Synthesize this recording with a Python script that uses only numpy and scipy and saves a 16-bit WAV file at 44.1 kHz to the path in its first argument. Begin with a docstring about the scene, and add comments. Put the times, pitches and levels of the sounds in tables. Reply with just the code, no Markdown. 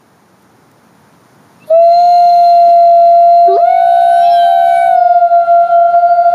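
"""A snowy wood hushes softly all the way through: shaped noise, with a few short, faint noise bursts.
A wolf starts one long howl at about 1.7 s: an almost pure tone, weak overtones, hissing breath and thin whistles.
At about 3.5 s a second wolf breaks up from a low note, rises above the first and sinks to nearly the same
pitch, so the two beat slowly. From about 5.3 s a third, far-off wolf joins as one faint, wavering tone.
Sparse echoes off the trunks follow the voices; a limiter evens the level, and the sound is nearly mono."""
import sys
import numpy as np
from scipy import signal
from scipy.fft import rfft, irfft, next_fast_len
from scipy.io import wavfile
from scipy.ndimage import uniform_filter1d

SR = 44100
rng = np.random.default_rng(int(sys.argv[2]) if len(sys.argv) > 2 else 0)


def dump_mix(stems):
    """Bounce the given channels to the path in sys.argv[1] as a 16-bit WAV at rate SR."""
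    frames = np.atleast_2d(stems).T  # one column per channel
    limited = np.clip(frames, -1, 1)  # hard clip at full scale
    pcm = np.round(limited * 32767).astype(np.int16)
    wavfile.write(sys.argv[1], SR, pcm)


N = 279925
T = np.arange(N) / SR
EDGE_HZ = 15500  # upper limit of the overtones and of the whole sound


def gain_of(db):
    """Turns decibels into a factor."""
    return 10 ** (np.asarray(db) / 20)


def evened(x):
    """Scales a signal to rms 1."""
    return x / np.sqrt(np.mean(x ** 2) + 1e-20)


def read(points, hz):
    """Reads a spectrum curve on a logarithmic frequency axis."""
    f, value = np.transpose(points)
    return np.interp(np.log(hz + 1), np.log(f + 1), value)


def columns(rows):
    """Draws each column along time, then a soft-edged mask that is 1 while the table lasts."""
    s, *rest = np.transpose(rows)
    lasting = 1. * ((T > s[0]) & (T < s[-1]))
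    return [np.interp(T, s, c) for c in rest] + [uniform_filter1d(lasting, size=400)]


def bump(s, length):
    """A smooth hump in time that peaks at 1."""
    return np.exp(-(2 * (T - s) / length) ** 2)


def wander(hz):
    """Random drift of rms 1, mostly slower than hz."""
    return evened(signal.lfilter(*signal.butter(2, hz, fs=SR), rng.standard_normal(N)))


def band(hz, width, n=N):
    """Noise passed twice through one resonance, which gives it a rounded peak."""
    b, a = signal.iirpeak(min(hz, .45 * SR), hz / width, fs=SR)
    once = signal.lfilter(b, a, rng.standard_normal(n))
    return evened(signal.lfilter(b, a, once))


def steep(hz, width):
    """Noise in a band with steep edges."""
    edges = [hz - width / 2, hz + width / 2]
    sos = signal.butter(3, edges, "bandpass", fs=SR, output="sos")
    return evened(signal.sosfilt(sos, rng.standard_normal(N)))


def bursts(rows, spread, grain_db):
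    """Short noises that swell and fade, with a grainy level; spread is resonance width / centre."""
    out = np.zeros(N)
    for s, length, db, hz in rows:
        part = out[round(s * SR):][:round(length * SR)]
        steps = np.repeat(rng.standard_normal(60), 150)
        grain = gain_of(grain_db * uniform_filter1d(steps, size=100))[:len(part)]
        noise = band(hz, spread * hz, n=9000)[:len(part)]
        part += gain_of(db) * np.hanning(len(part)) * grain * noise
    return out


# colour of the hush: f/Hz, relative level/dB per Hz
HUSH_COLOUR = [(30, -52), (108, -1.5), (187, 0.5), (520, -8.5), (900, -6.5), (1600, -13.5), (2800, -25),
               (7000, -26.5), (8000, -38.5), (8900, -26.5), (15500, -35)]
# slow rise and fall of the hush: t/s, level change/dB
HUSH_SWELL = [(0, -1.5), (2.5, 4), (6.35, 1.5)]
HUSH_DB = -46.5  # rms level before the slow swell


def hush():
    """Broad outdoor noise with drifting patches and a treble that flickers."""
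    frames, hz = N // 128 + 5, np.fft.rfftfreq(512, 1 / SR)
    a, b, patches = rng.standard_normal((frames, 257, 3)).T
    patches = uniform_filter1d(patches, size=8, axis=0)  # blend neighbouring frequencies
    patches = evened(uniform_filter1d(patches, size=16, axis=1))  # blend neighbouring moments
    flicker = evened(uniform_filter1d(rng.standard_normal(frames), size=5)) * (hz[:, None] > 2500)
    z = (a + 1j * b) * gain_of(0.44 * patches + 0.43 * flicker)
    white = signal.istft(z, nperseg=512, noverlap=384)[1][:N]
    colour = gain_of(read(HUSH_COLOUR, np.fft.rfftfreq(N, 1 / SR)))
    coloured = irfft(rfft(white) * colour, N)
    return gain_of(HUSH_DB + columns(HUSH_SWELL)[0]) * evened(coloured)


# short faint noises, some low and some high:
# start t/s, length t/s, level/dB before fade and grain, centre f/Hz
FAINT_BURSTS = [(.417, .02, -56, 12400), (.711, .01, -52, 12500), (2.65, .08, -32, 350),
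                (2.64, .11, -46, 2800), (5.32, .045, -33, 700), (5.525, .045, -34, 600),
                (5.77, .045, -35, 550), (5.925, .045, -34, 650)]


def faint_bursts():
    """Short faint noise bursts in broad bands, some low and some high."""
    return bursts(FAINT_BURSTS, spread=1.1, grain_db=3.)


def scattered(x):
    """Repeats a sound sparsely at random delays, dying away by 60 dB in 0.8 s."""
    at = np.arange(900, SR, 40) + rng.integers(0, 40, (SR - 861) // 40)
    taps = np.zeros(SR + 40)
    taps[at] = rng.choice([-1., 1.], len(at)) * gain_of(-60 * at / SR / 0.8)
    return signal.fftconvolve(x, taps / np.linalg.norm(taps))[:N]


def line(rows, waver_hz, octave_db):
    """One tone wavering in pitch and level, with a weak octave above it."""
    hz, db, on = columns(rows)
    turns = 2 * np.pi * np.cumsum(hz + waver_hz * wander(42)) / SR
    level = np.sqrt(2) * gain_of(db + 2.9 * wander(5.1))
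    return on * level * (np.cos(turns) + gain_of(octave_db) * np.cos(2 * turns))


# howl of the far wolf: t/s, f/Hz, level/dB
THIRD_HOWL = [(5.26, 768.3, -34), (5.4, 746, -24), (5.52, 732.5, -39.5), (5.64, 729.3, -24.5),
              (5.88, 710, -20), (6.04, 725, -23.5), (6.35, 725, -25)]


def third_wolf():
    """The far wolf: a faint tone whose pitch and level waver around its table."""
    return line(THIRD_HOWL, waver_hz=1.6, octave_db=-17.5)


WHISTLE_RISE_DB, WHISTLE_FADE_DB = 13.5, 18  # how far below its peak a whistle starts and ends


def whistle(start, peak, end, from_hz, to_hz, db):
    """Swells to its peak and fades while the pitch glides evenly."""
    peak_hz = np.interp(peak, [start, end], [from_hz, to_hz])
    return [(start, from_hz, db - WHISTLE_RISE_DB), (peak, peak_hz, db), (end, to_hz, db - WHISTLE_FADE_DB)]


# long whistle near the first wolf's sixth overtone, beating with it: t/s, f/Hz, level/dB
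LONG_WHISTLE = [(1.82, 4180, -44), (1.95, 4158, -35.5), (2.3, 4154, -35.5), (2.9, 4166, -43.5),
                (3.2, 4180, -57.5)]
# thin whistles, mostly at their own pitch; the 6260 Hz one lies three steps of the first wolf's pitch above the
# long whistle: start t/s, peak t/s, end t/s, first f/Hz, last f/Hz, peak level/dB
WHISTLES = [(1.603, 1.63, 1.66, 2560, 2780, -43), (1.8, 2.1, 2.95, 6260, 6250, -52),
            (1.9, 2.06, 2.9, 6710, 6680, -49), (3.8, 4.17, 4.27, 9190, 9185, -48),
            (4.14, 4.23, 4.28, 10690, 10700, -46), (4.22, 4.275, 4.36, 2605, 2625, -37),
            (4.22, 4.255, 4.29, 3400, 3360, -39), (4.3, 4.35, 4.5, 3350, 3390, -38),
            (4.23, 4.3, 4.34, 3935, 3965, -42), (4.12, 4.26, 4.32, 5600, 5370, -43),
            (4.295, 4.325, 4.39, 5350, 5310, -34), (5.22, 5.36, 5.8, 4090, 3830, -51),
            (5.4, 5.72, 6.36, 3110, 3145, -48), (5.9, 6.2, 6.5, 4560, 4610, -46)]


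def whistles():
    """Thin wavering tones that ride on the howls, mostly at their own pitch."""
    tables = [LONG_WHISTLE] + [whistle(*row) for row in WHISTLES]
    return sum(line(rows, waver_hz=7.8, octave_db=-38.5) for rows in tables)


# rasps as the voices start or break: start t/s, length t/s, level/dB before fade and grain, centre f/Hz
RASPS = [(1.65, .065, -50, 11000), (3.472, .03, -34, 1450), (3.558, .04, -26, 1050), (1.59, .2, -54, 4000),
         (4.23, .11, -41, 3700), (3.51, .11, -43, 4500)]


def rasps():
    """Rough scrapes in the voices: short bursts of noise in narrow bands."""
    return bursts(RASPS, spread=.25, grain_db=3.)


def squeal(step_hz, level, whistle_hz, first_step, steps_db):
    """The vocal folds chop a whistle, which gives lines at steps of the howl's pitch."""
    db, on = columns(level)
    total = 0
    for k, step_db in enumerate(steps_db, start=first_step):
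        line_level = gain_of(db + step_db + 3.9 * wander(4.1))
        hz = whistle_hz + k * step_hz + 6 * wander(30)
        total = total + line_level * np.cos(2 * np.pi * np.cumsum(hz) / SR)
    return on * np.sqrt(2) * total


# chopped whistles of the second wolf: level curve (t/s, level/dB), whistle f/Hz,
# number of the lowest step, level/dB of each step upward, added to the curve
SECOND_SQUEALS = [([(3.76, -62), (4.05, -50), (4.26, -52)], 5245, 2, [-17, -15, -30, -20, 0, -9, -16]),
                  ([(4.33, -52), (4.75, -51), (4.96, -56)], 5238, 2, [-12, -10, -20, 0, -4, -10, -13]),
                  ([(3.75, -70), (4.45, -61), (4.96, -62)], 10500, 3, [0, -2, -5])]


def second_squeals(hz):
    """The second wolf's high whistles, chopped at its own pitch."""
    return sum(squeal(hz, *row) for row in SECOND_SQUEALS)


# chopped whistles of the first wolf: level curve (t/s, level/dB), whistle f/Hz,
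# number of the lowest step, level/dB of each step upward, added to the curve
FIRST_SQUEALS = [([(1.82, -63), (2.3, -59), (2.9, -67), (4.8, -62)], 10145, -1, [-5, 0, -15, -20, -2]),
                 ([(1.9, -72), (2.35, -63), (3.3, -73)], 14645, -3, [-7, -4, -6, 0])]


def first_squeals(hz):
    """The first wolf's high whistles, chopped at its own pitch."""
    return sum(squeal(hz, *row) for row in FIRST_SQUEALS)


def scooped(pitch, start, depth_hz, settle_s):
    """The held pitch, reached from below."""
    return columns(pitch)[0] - depth_hz * np.exp(-np.maximum(T - start, 0) / settle_s)


def roughness(spells):
    """How many times more the cycles waver during rough spells."""
    return 1 + sum(more * bump(s, length) for s, length, more in spells)


# a voice starts as a murmur with the mouth nearly shut, then the folds swing fully
MURMUR_S, MURMUR_DB, SHUT_DB, ATTACK_S = 0.022, -26, -10, 0.015
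WAVER = .025  # phase waver of a calm voice in radians, times the overtone number
# resonances that colour the air hissing past the folds: f/Hz, width f/Hz, level/dB
MOUTH = [(2490, 700, -52.5), (3900, 940, -48.5), (6540, 3400, -64), (9850, 1000, -60), (13000, 3500, -67)]


def howl(hz, lead, effort, throat, swells, shimmer_db, breath_db, rough):
    """An almost pure fundamental; weak overtones shaped by the throat, and hiss in bands."""
    level_db, mouth_db, _ = columns(effort)
    before = effort[0][0] - T
    quiet = np.clip(before / ATTACK_S, 0, 1)
    on = np.clip((ATTACK_S + MURMUR_S - before) / ATTACK_S, 0, 1)
    level_db = level_db + MURMUR_DB * quiet
    mouth_db = mouth_db + SHUT_DB * quiet

    # both voices count their cycles from the moment of the second wolf's break
    cycles = np.cumsum(hz) / SR
    turns = 2 * np.pi * (cycles - np.interp(SECOND_SCOOP[0], T, cycles) + lead)
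    tone = gain_of(level_db + 0.27 * wander(35)) * np.cos(turns)
    voiced = np.clip(gain_of(level_db + 26 + SHUT_DB * quiet), 0, 1)  # overtones start once the folds swing fully

    def opened(f):
        """An open mouth frees the treble most."""
        return gain_of(mouth_db * np.clip(np.log2(f / 1100) / 1.2, 0, 1.3))

    overtones = 0
    for k in range(2, 22):
        swell_db = sum(db * bump(s, length) for n, s, length, db in swells if round(n) == k)
        level = gain_of(read(throat, k * hz) + swell_db + shimmer_db * wander(9.9))
        level = level * opened(k * hz) * (k * hz < EDGE_HZ)
        # overtones also waver in phase; k * k spreads their starting points
        wavering = turns + WAVER * rough * wander(40)
        overtones = overtones + level * np.cos(k * wavering + k * k)

    gusts_db = 1.5 * wander(15)
    breath = sum(gain_of(db + gusts_db) * opened(f) * steep(f, w) for f, w, db in MOUTH)
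    return on * (np.sqrt(2) * tone + voiced * (np.sqrt(2) * overtones + gain_of(breath_db) * breath))


# held pitch of the second wolf; its small gap to the first sets the moments of the beats: t/s, f/Hz
SECOND_PITCH = [(3.78, 746.03), (4.16, 757.91), (4.22, 768.52), (4.31, 810.73), (4.35, 792.43),
                (4.48, 775.52), (4.7, 759.89), (4.88, 752.35), (5.0, 714.64), (5.27, 696.45),
                (5.39, 691.01), (5.87, 687.08), (5.99, 695.01), (6.11, 696.03), (6.35, 692.55)]
# scoop up to that pitch: start t/s, depth f/Hz, settling t/s
SECOND_SCOOP = (3.577, 194.08, .05)
# low note before the break: rise starts t/s, f/Hz, rise/Hz per s
LOW_NOTE = (3.53, 384, 700)
BREAK_S = .014  # length of the break


def second_hz():
    """A low rising note that breaks upward into the howl."""
    start, low_hz, rise = LOW_NOTE
    low = low_hz + rise * np.maximum(T - start, 0)
    broken = np.clip((T - SECOND_SCOOP[0]) / BREAK_S + 1, 0, 1)
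    return low + (scooped(SECOND_PITCH, *SECOND_SCOOP) - low) * broken


# t/s, fundamental level/dB, mouth opening as level/dB on overtones and breath
SECOND_EFFORT = [(3.486, -7.5, -10), (3.563, -6.5, -1.5), (3.58, -17.5, -19.5), (3.63, -9.5, -9),
                 (3.7, -5, 0.7), (3.9, -14, 0), (4.0, -12.5, 2), (4.3, -21.5, -1), (4.401, -29.5, 3.5),
                 (4.502, -12, 1), (4.8, -16.5, 1.1), (5.0, -5.5, -3.5), (5.2, -2.5, -1), (5.4, -9, -4.5),
                 (6.0, -6, -7.5), (6.36, -7.5, -6)]
# overtone strength by frequency, at mouth opening 0: f/Hz, level/dB
SECOND_THROAT = [(1150, -27.5), (1500, -28.5), (2250, -53), (3130, -48.5), (3850, -40.5), (4500, -55),
                 (5600, -64.5), (8200, -89)]
# single overtones that swell or dip while the mouth changes shape:
# overtone number, middle t/s, length t/s, level change/dB
SECOND_SWELLS = [(3, 3.48, .035, -14), (4, 3.555, .13, -16), (3, 3.75, 0.18, 23.5), (3, 4.8, 0.38, 20),
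                 (2, 4.29, .1, -12), (4, 4.43, 0.45, 13), (10, 3.53, .09, 11), (11, 3.53, .06, 17),
                 (12, 3.55, .06, 22), (4, 3.615, .035, 26), (5, 4.4, .22, 6), (7, 5.03, 0.36, 18),
                 (7, 4.9, 0.085, -60), (5, 5.9, 1.5, -10), (2, 5.7, 1.1, 5)]
# rough spells at the break and the peak: middle t/s, length t/s, extra waver (times calm)
ROUGH_SPELLS = [(3.575, .05, 20), (4.285, .09, 20)]
SECOND_LEAD = 0.37  # cycles the second voice leads the first at the break


def second_wolf(hz):
    """The second voice, which turns rough at its break and at its peak."""
    return howl(hz, SECOND_LEAD, SECOND_EFFORT, SECOND_THROAT, SECOND_SWELLS,
                shimmer_db=1.5, breath_db=0.0, rough=roughness(ROUGH_SPELLS))


# held pitch of the first wolf: t/s, f/Hz
FIRST_PITCH = [(1.9, 683.69), (2.0, 700.86), (2.1, 703.0), (2.6, 689.75), (3.0, 684.53), (3.4, 690.67),
               (3.6, 687.12), (4.2, 692.86), (6.35, 680.64)]
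# scoop up to that pitch: start t/s, depth f/Hz, settling t/s
FIRST_SCOOP = (1.69, 69, .06)


def first_hz():
    """One long held note, scooped up from below."""
    return scooped(FIRST_PITCH, *FIRST_SCOOP)


# t/s, fundamental level/dB, mouth opening as level/dB on overtones and breath
FIRST_EFFORT = [(1.708, -6.5, -7), (1.799, -2, -4.5), (1.951, -6, 2.5), (2.5, -5, 3.5), (2.8, -3.5, -0.6),
                (3.549, -3, 0), (3.701, -6, -1.5), (4.451, -7, -5), (4.899, -10, -11), (5.25, -3.5, -7.5),
                (5.649, -9.5, -17), (6.36, -12.5, -17.5)]
# overtone strength by frequency, at mouth opening 0: f/Hz, level/dB
FIRST_THROAT = [(1380, -45), (2080, -50.5), (2780, -51), (3480, -59), (4180, -41.5), (4900, -69.5),
                (6270, -64), (7600, -92)]
# single overtones that swell while the mouth changes shape:
# overtone number, middle t/s, length t/s, level change/dB
FIRST_SWELLS = [(2, 1.742, .04, 7), (4, 1.795, 0.12, 16)]


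def first_wolf(hz):
    """The first voice: one long howl without rough spells."""
    return howl(hz, 0, FIRST_EFFORT, FIRST_THROAT, FIRST_SWELLS,
                shimmer_db=2.0, breath_db=-4.0, rough=roughness([]))


def scene():
    """Three wolves, their echoes, faint noise bursts and the hush, in two nearly equal channels."""
    first_pitch, second_pitch = first_hz(), second_hz()
    wolves = first_wolf(first_pitch) + second_wolf(second_pitch) + third_wolf()
    squeals = first_squeals(first_pitch) + second_squeals(second_pitch)
    pack = wolves + whistles() + squeals + rasps()
    echoes = gain_of(-26) * scattered(pack)  # off the trunks
    mid = pack + echoes + hush() + faint_bursts()
    side = gain_of(-63.5) * scattered(mid)  # a very faint diffuse difference between left and right
    return np.array([mid + side, mid - side])


def record(dry):
    """A limiter flattens the crests of the slow beats; then a filter cuts the top treble."""
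    envelope = abs(signal.hilbert(dry.mean(0), next_fast_len(N))[:N])
    crest_db = 20 * np.log10(envelope + 1e-9)
    fall = T * 43.0  # the held crest falls 43 dB a second
    held_db = np.maximum.accumulate(crest_db + fall) - fall
    over_db = np.maximum(held_db + 1.36, 0)  # limits above -1.36 dB
    smooth_db = uniform_filter1d(uniform_filter1d(over_db, size=400), size=400)
    limited = dry / gain_of(smooth_db)
    lowpass = signal.firwin(1023, EDGE_HZ, window=("kaiser", 9), fs=SR)
    return signal.oaconvolve(limited, lowpass[None], "same")


dry = scene()
out = record(dry)
dump_mix(out)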